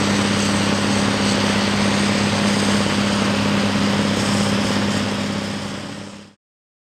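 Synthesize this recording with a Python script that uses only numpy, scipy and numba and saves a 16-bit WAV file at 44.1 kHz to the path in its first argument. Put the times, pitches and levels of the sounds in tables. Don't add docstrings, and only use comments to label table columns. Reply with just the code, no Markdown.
import sys
import numpy as np
from scipy import signal
from scipy.fft import rfft, irfft, next_fast_len
from scipy.io import wavfile
from scipy.ndimage import uniform_filter1d, map_coordinates
from numba import njit

SR = 44100
rng = np.random.default_rng(int(sys.argv[2]) if len(sys.argv) > 2 else 0)


def wav_record(signal):
    frames = np.transpose(np.atleast_2d(signal))
    bounded = np.clip(frames, -1, 1)
    quanta = np.round(bounded * 32767).astype(np.int16)
    wavfile.write(sys.argv[1], SR, quanta)


N = 300843
TIME = np.arange(N) / SR
SURGE_RISE_S, SURGE_FALL_S = 0.033, 0.041


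def undb(db):
    return 10 ** (np.asarray(db) / 20)


def unit(x):
    return x / np.sqrt(np.mean(x ** 2))


def curve(table, axis=1):
    rows = np.array(table)
    return np.interp(TIME, rows[:, 0], rows[:, axis])


def colour(x, spectrum):
    hz, db = np.transpose(spectrum)
    size = next_fast_len(N)
    bin_hz = np.fft.rfftfreq(size, 1 / SR)
    gain = undb(np.interp(np.log(bin_hz + 1), np.log(hz), db))
    return irfft(rfft(x, size) * gain, size)[:N] * np.sqrt(SR / 2)


def walk(rate):
    hold = int(SR / rate)
    steps = np.repeat(rng.standard_normal(N // hold + 1), hold)
    return unit(uniform_filter1d(steps, hold)[:N])


@njit
def resonance(x, hz, width):
    y, band, low = np.empty(len(x)), 0., 0.
    for i in range(len(x)):
        g, k = np.tan(np.pi * hz[i] / SR), width / hz[i]
        v = (band + g * (x[i] - low)) / (1 + g * (g + k))
        band = 2 * v - band
        low = low + 2 * g * v
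        y[i] = k * v
    return y


def span(start, end, rise, fall):
    return np.clip(np.minimum((TIME - start) / rise, (end - TIME) / fall) + .5, 0, 1)


def throb(cycle, depth, order):
    return 1 + depth * np.cos(2 * np.pi * order * cycle)


def accents(cycle, table):
    lift_db = 0
    for place, width, db in table:
        distance = (cycle - place + .5) % 1 - .5
        lift_db = lift_db + db * np.exp(-(distance / width) ** 2)
    return lift_db - lift_db.mean()


def locked(cycle, count):
    pattern = rng.standard_normal(count)
    place = cycle % 1 * count
    return unit(map_coordinates(pattern - pattern.mean(), [place], order=3, mode="grid-wrap"))


def crank():
    # (time [s], speed [turns per minute])
    speed = [(0, 2019.1), (1, 2018.3), (2, 2021.2), (2.8, 2023.2), (3.6, 2020.8), (4.6, 2017.4),
             (5.1, 2018.7), (5.9, 2017.0)]
    return np.cumsum(curve(speed)) / 120 / SR - .23


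def hard_pull():
    start_s, end_s, ramp_s = 1.73, 3.0, 0.17
    return span(start_s, end_s, ramp_s, ramp_s)


def exhaust(cycle, flutter=.055, waver_db=.4):
    # (waves per cycle, level [dB rms])
    tones = [(4, -47.5), (6, -31.0), (9, -48.5), (10, -46.0), (12, -22.0), (13, -41.0), (14, -36.0),
             (15, -42.5), (16, -40.0), (17, -41.0), (18, -41.5), (19, -40.0), (20, -42.0), (22, -46.5),
             (23, -43.5), (24, -41.0), (25, -43.0), (26, -41.0), (27, -41.5), (28, -48.0), (29, -40.0),
             (30, -40.0), (31, -47.0), (32, -40.0), (33, -37.3), (35, -38.5), (36, -46.5), (38, -49.0),
             (47, -45.0), (48, -45.5), (49, -46.5), (51, -48.0), (54, -44.5), (57, -47.0)]
    bark_places = [(.001, 1), (.032, .5), (.376, .62), (.402, .42), (.49, .55)]
    # (time [s], level [dB])
    drone_swell = [(0, -.8), (.55, -.4), (.68, -1.8), (1, -.2), (1.17, -2.8), (1.35, -.3), (1.6, -1.2),
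                   (1.8, 1.3), (2, 2.3), (2.17, -.5), (2.5, 1.3), (2.63, -.5), (2.75, 2.7), (2.86, -2.6),
                   (2.96, 1.5), (3.45, -.5), (3.65, .5), (4.15, -.5), (4.35, 1.2), (4.95, -1.2), (5.2, -.3),
                   (5.62, -.8), (5.8, -3.3), (6, -.3)]
    cylinders = 12
    pull_db, pull_octaves = 1.5, .6
    bright_order, bright_octaves, bright_db_per_s = 34, .2, .55
    out, shared_flutter = 0, walk(34)
    for order, db in tones:
        barks = sum(size * np.exp(-2j * np.pi * order * place) for place, size in bark_places)
        smear = (.1 + .3 * (order / 36) ** 4) * rng.standard_normal()
        lead = np.angle(barks) - 1.1 + smear
        height = order / 20
        shake = (1 + flutter * np.sqrt(height) * shared_flutter) * undb(waver_db * height * walk(5))
        if order == cylinders:
            swell_db = curve(drone_swell) + .4 * walk(25)
        else:
            nearness = np.exp(-(np.log2(order / cylinders) / pull_octaves) ** 2)
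            swell_db = pull_db * nearness * hard_pull()
        brightness = np.exp(-(np.log2(order / bright_order) / bright_octaves) ** 2)
        swell_db = swell_db + bright_db_per_s * (TIME - TIME.mean()) * brightness
        tone = np.cos(2 * np.pi * order * cycle + lead)
        out = out + np.sqrt(2) * undb(db + swell_db) * shake * tone
    return out * undb(.56 - .18 * TIME + .04 * walk(7))


def clatter(cycle, firing_depth=0.069, fan_depth=0.025, stumble_db=.5, bounce_share=0.11, bounce_drift=0.099):
    # (place in the cycle [0-1], width [cycles], lift [dB])
    knock_places = [(.02, .05, 1.1), (.178, .013, 2.6), (.225, .02, 1.2), (.44, .04, 1), (.6, .018, 1.3),
                    (.76, .012, 1.3), (.885, .035, 1.6)]
    # (frequency [Hz], level [dB per Hz])
    rattle_spectrum = [(150, -94), (345, -59), (400, -58), (465, -59), (585, -55), (665, -59.5), (800, -57),
                       (880, -57), (1030, -56.5), (1550, -61), (1900, -61), (2400, -61.5), (3100, -63.5),
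                       (4000, -66), (5500, -73), (7200, -77.5), (10500, -93.5), (15000, -106)]
    # (frequency [Hz], level [dB per Hz])
    tapping_spectrum = [(200, -100), (450, -72), (650, -72), (1000, -66), (1400, -71), (2000, -70),
                        (3500, -79.5), (8000, -110)]
    # (time [s], level [dB])
    load = [(0.2, -25), (0.8, -26), (1.3, -25), (2.8, -25.5), (3.4, -26.5), (6, -27.5)]
    ground_lag_s = 0.00061
    knocks = undb(accents(cycle, knock_places) + stumble_db * walk(45))
    gate = unit(knocks * throb(cycle, firing_depth, order=6) * throb(cycle, fan_depth, order=14))
    rattle = colour(gate * rng.standard_normal(N), rattle_spectrum)
    tapping = colour(gate * locked(cycle, count=int(N / cycle[-1])), tapping_spectrum)
    load_db = curve(load)
    direct = (rattle + tapping) * undb(load_db - load_db.mean())
    lag_s = ground_lag_s * (1 + bounce_drift * walk(3))
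    bounce = np.interp(TIME - lag_s, TIME, direct)
    return direct + bounce_share * bounce


def gear_whine(cycle, db=-45, waver_db=3, order=110):
    level = np.sqrt(2) * undb(db + waver_db * walk(9))
    return level * np.sin(2 * np.pi * order * cycle + 1.3 * walk(15))


def surges(axis):
    # (start [s], length [s], hiss lift [dB], sizzle lift [dB])
    surge_list = [(.06, .09, 1, 3), (.36, .15, 4.2, 5.5), (.53, .17, 2, 2.4), (.88, .14, 2.6, 1.4),
                  (1.25, .09, 4.6, 4), (1.46, .06, 1.2, 2.5), (2.47, .33, 3, 4), (4.16, .35, 6, 5),
                  (4.52, .08, 2.5, 1), (4.64, .12, 4.8, 4.4), (4.9, .105, 5.6, 4), (5.19, .08, .8, 3),
                  (5.42, .08, .8, 4.5), (5.61, .08, 1, 4.5)]
    lift_db = 0
    for start, length, *db in surge_list:
        lift_db = lift_db + db[axis] * span(start, start + length, SURGE_RISE_S, SURGE_FALL_S)
    return lift_db


def sizzle(cycle, nearing_db_per_s=0.2, surge_share=1.1):
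    # (frequency [Hz], level [dB per Hz])
    top_spectrum = [(5000, -101), (9500, -86.5), (10600, -96), (11400, -93.5), (13500, -100), (14500, -98),
                    (15500, -102)]
    spit_place, spit_width = .385, .035
    spit_force_db = 2 + 1.8 * walk(17)
    spit_db = accents(cycle, [(spit_place, spit_width, 1)]) * spit_force_db
    flicker_db = .8 * walk(45)
    db = nearing_db_per_s * TIME + surge_share * surges(axis=1) + spit_db + flicker_db
    return colour(rng.standard_normal(N), top_spectrum) * undb(db)


def air(cycle, firing_depth=.09, band_waver_db=.8):
    # (place in the cycle [0-1], width [cycles], lift [dB])
    puff_places = [(.02, .05, 1.1), (.19, .025, 1.4), (.4, .045, 3.6), (.57, .075, 3), (.73, .015, 1.4),
                   (.885, .03, 2.8)]
    # (time [s], level [dB])
    flow = [(0, -36.5), (1.75, -38.5), (1.92, -35), (2.4, -36.5), (3.1, -37.5), (3.45, -42), (4.1, -42.5),
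            (4.8, -44), (6, -39)]
    # (early centre [Hz], late centre [Hz], width of each of two filter passes [Hz],
    # early, middle and late level over the mean level [dB], share of flow and surge [dB per dB])
    bands = [(2950, 3150, 750, -3, -1.8, -1.2, .3), (4620, 5030, 1050, 1, 1.2, 3, .6),
             (5760, 5500, 500, -5, -14, -5.5, .8), (6370, 6560, 800, -3.8, -3.8, -3, 1.1),
             (7820, 7650, 1300, -9, -7, .2, 1.3), (8190, 8600, 1100, -2.7, -3.8, -3.6, 1.05)]
    mean_db = -34
    low_puff_share, low_puff_below_hz = 1.5, 7000
    ring_start_s, ring_end_s, ring_db, ring_below_hz = 1.22, 1.68, 3, 5000
    ring = ring_db * span(ring_start_s, ring_end_s, SURGE_RISE_S, SURGE_FALL_S)
    puff_db = accents(cycle, puff_places) * (1 + .25 * walk(34))
    late = curve([(1.2, 0), (3.2, .5), (4.3, 1)])
    stage = curve([(1.5, 0), (2.1, 1), (3.3, 1), (4.3, 2)])
    surge_db = curve(flow) + surges(axis=0) - mean_db + .8 * walk(40)
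    out = sizzle(cycle) * unit(undb(puff_db))
    for early_hz, late_hz, width, *stage_db, share in bands:
        hz = (early_hz + (late_hz - early_hz) * late) * (1 + .014 * walk(10))
        db = np.interp(stage, np.arange(3), stage_db) + band_waver_db * walk(18)
        if early_hz < ring_below_hz:
            db = db + ring
        puff_share = low_puff_share if early_hz < low_puff_below_hz else 1
        puffs = undb(puff_db * puff_share)
        once = resonance(rng.standard_normal(N), hz, 1. * width)
        band = resonance(once, hz, 1. * width)
        out = out + unit(band * puffs) * undb(mean_db + db + share * surge_db)
    return out * throb(cycle, firing_depth, order=6)


def far_diesel():
    # (frequency [Hz], width of the pitch waver [Hz], level [dB rms])
    far_tones = [(62.2, 5, -49.5), (112.3, 6, -40.5), (122.8, 5.5, -43), (146.5, 4, -38),
                 (170.2, 5.3, -38.5), (185.8, 10, -45), (207, 12, -43)]
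    nearing_db_per_s = 0.6
    out = 0
    for hz, width, db in far_tones:
        phase = np.cumsum(hz + width / 2 * walk(12)) / SR + rng.random()
        tone = undb(2.2 * walk(7.8)) * np.sin(2 * np.pi * phase)
        out = out + undb(db) * unit(tone)
    return out * undb(nearing_db_per_s * (TIME - TIME.mean()))


def drive_hum(lift_db=.8):
    # (time [s], pitch [Hz], level [dB rms])
    glide = [(.15, 297, -31.5), (.35, 286, -34), (.6, 294, -31), (.75, 289, -33), (.92, 277, -29),
             (1.18, 275, -31), (1.32, 257, -33.5), (1.65, 252, -34), (1.8, 248, -43), (2.85, 246, -44),
             (3.1, 253, -35.5), (3.5, 268, -33), (3.95, 275, -32), (4.08, 270, -37), (4.35, 267, -35),
             (4.75, 255, -32), (5.05, 251, -32), (5.28, 256, -30), (5.42, 262, -36), (5.85, 281, -31.5),
             (6.15, 294, -34)]
    phase = np.cumsum(curve(glide) + .8 * walk(14)) / SR
    waver_db = .8 * walk(16)
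    level = np.sqrt(2) * undb(lift_db + curve(glide, axis=2) + waver_db)
    return level * np.sin(2 * np.pi * phase)


def ground():
    # (frequency [Hz], level [dB per Hz])
    soil_spectrum = [(20, -89), (40, -68.5), (80, -60.5), (110, -54.5), (200, -51), (280, -54.5),
                     (330, -57.5), (480, -71), (900, -80.5), (4000, -125)]
    return colour(rng.standard_normal(N), soil_spectrum)


def scene():
    cycle = crank()
    engine = exhaust(cycle) + clatter(cycle) + gear_whine(cycle) + air(cycle)
    return (engine + far_diesel() + drive_hum() + ground())[None]


def record(dry):
    fade_start_s, fade_end_s, top_hz = 4.75, 6.367, 15000
    fade = np.clip((fade_end_s - TIME) / (fade_end_s - fade_start_s), 0, 1)
    low_pass = signal.ellip(8, .2, 70, top_hz, fs=SR, output="sos")
    return signal.sosfilt(low_pass, dry * fade)


dry = scene()
out = record(dry)
wav_record(out)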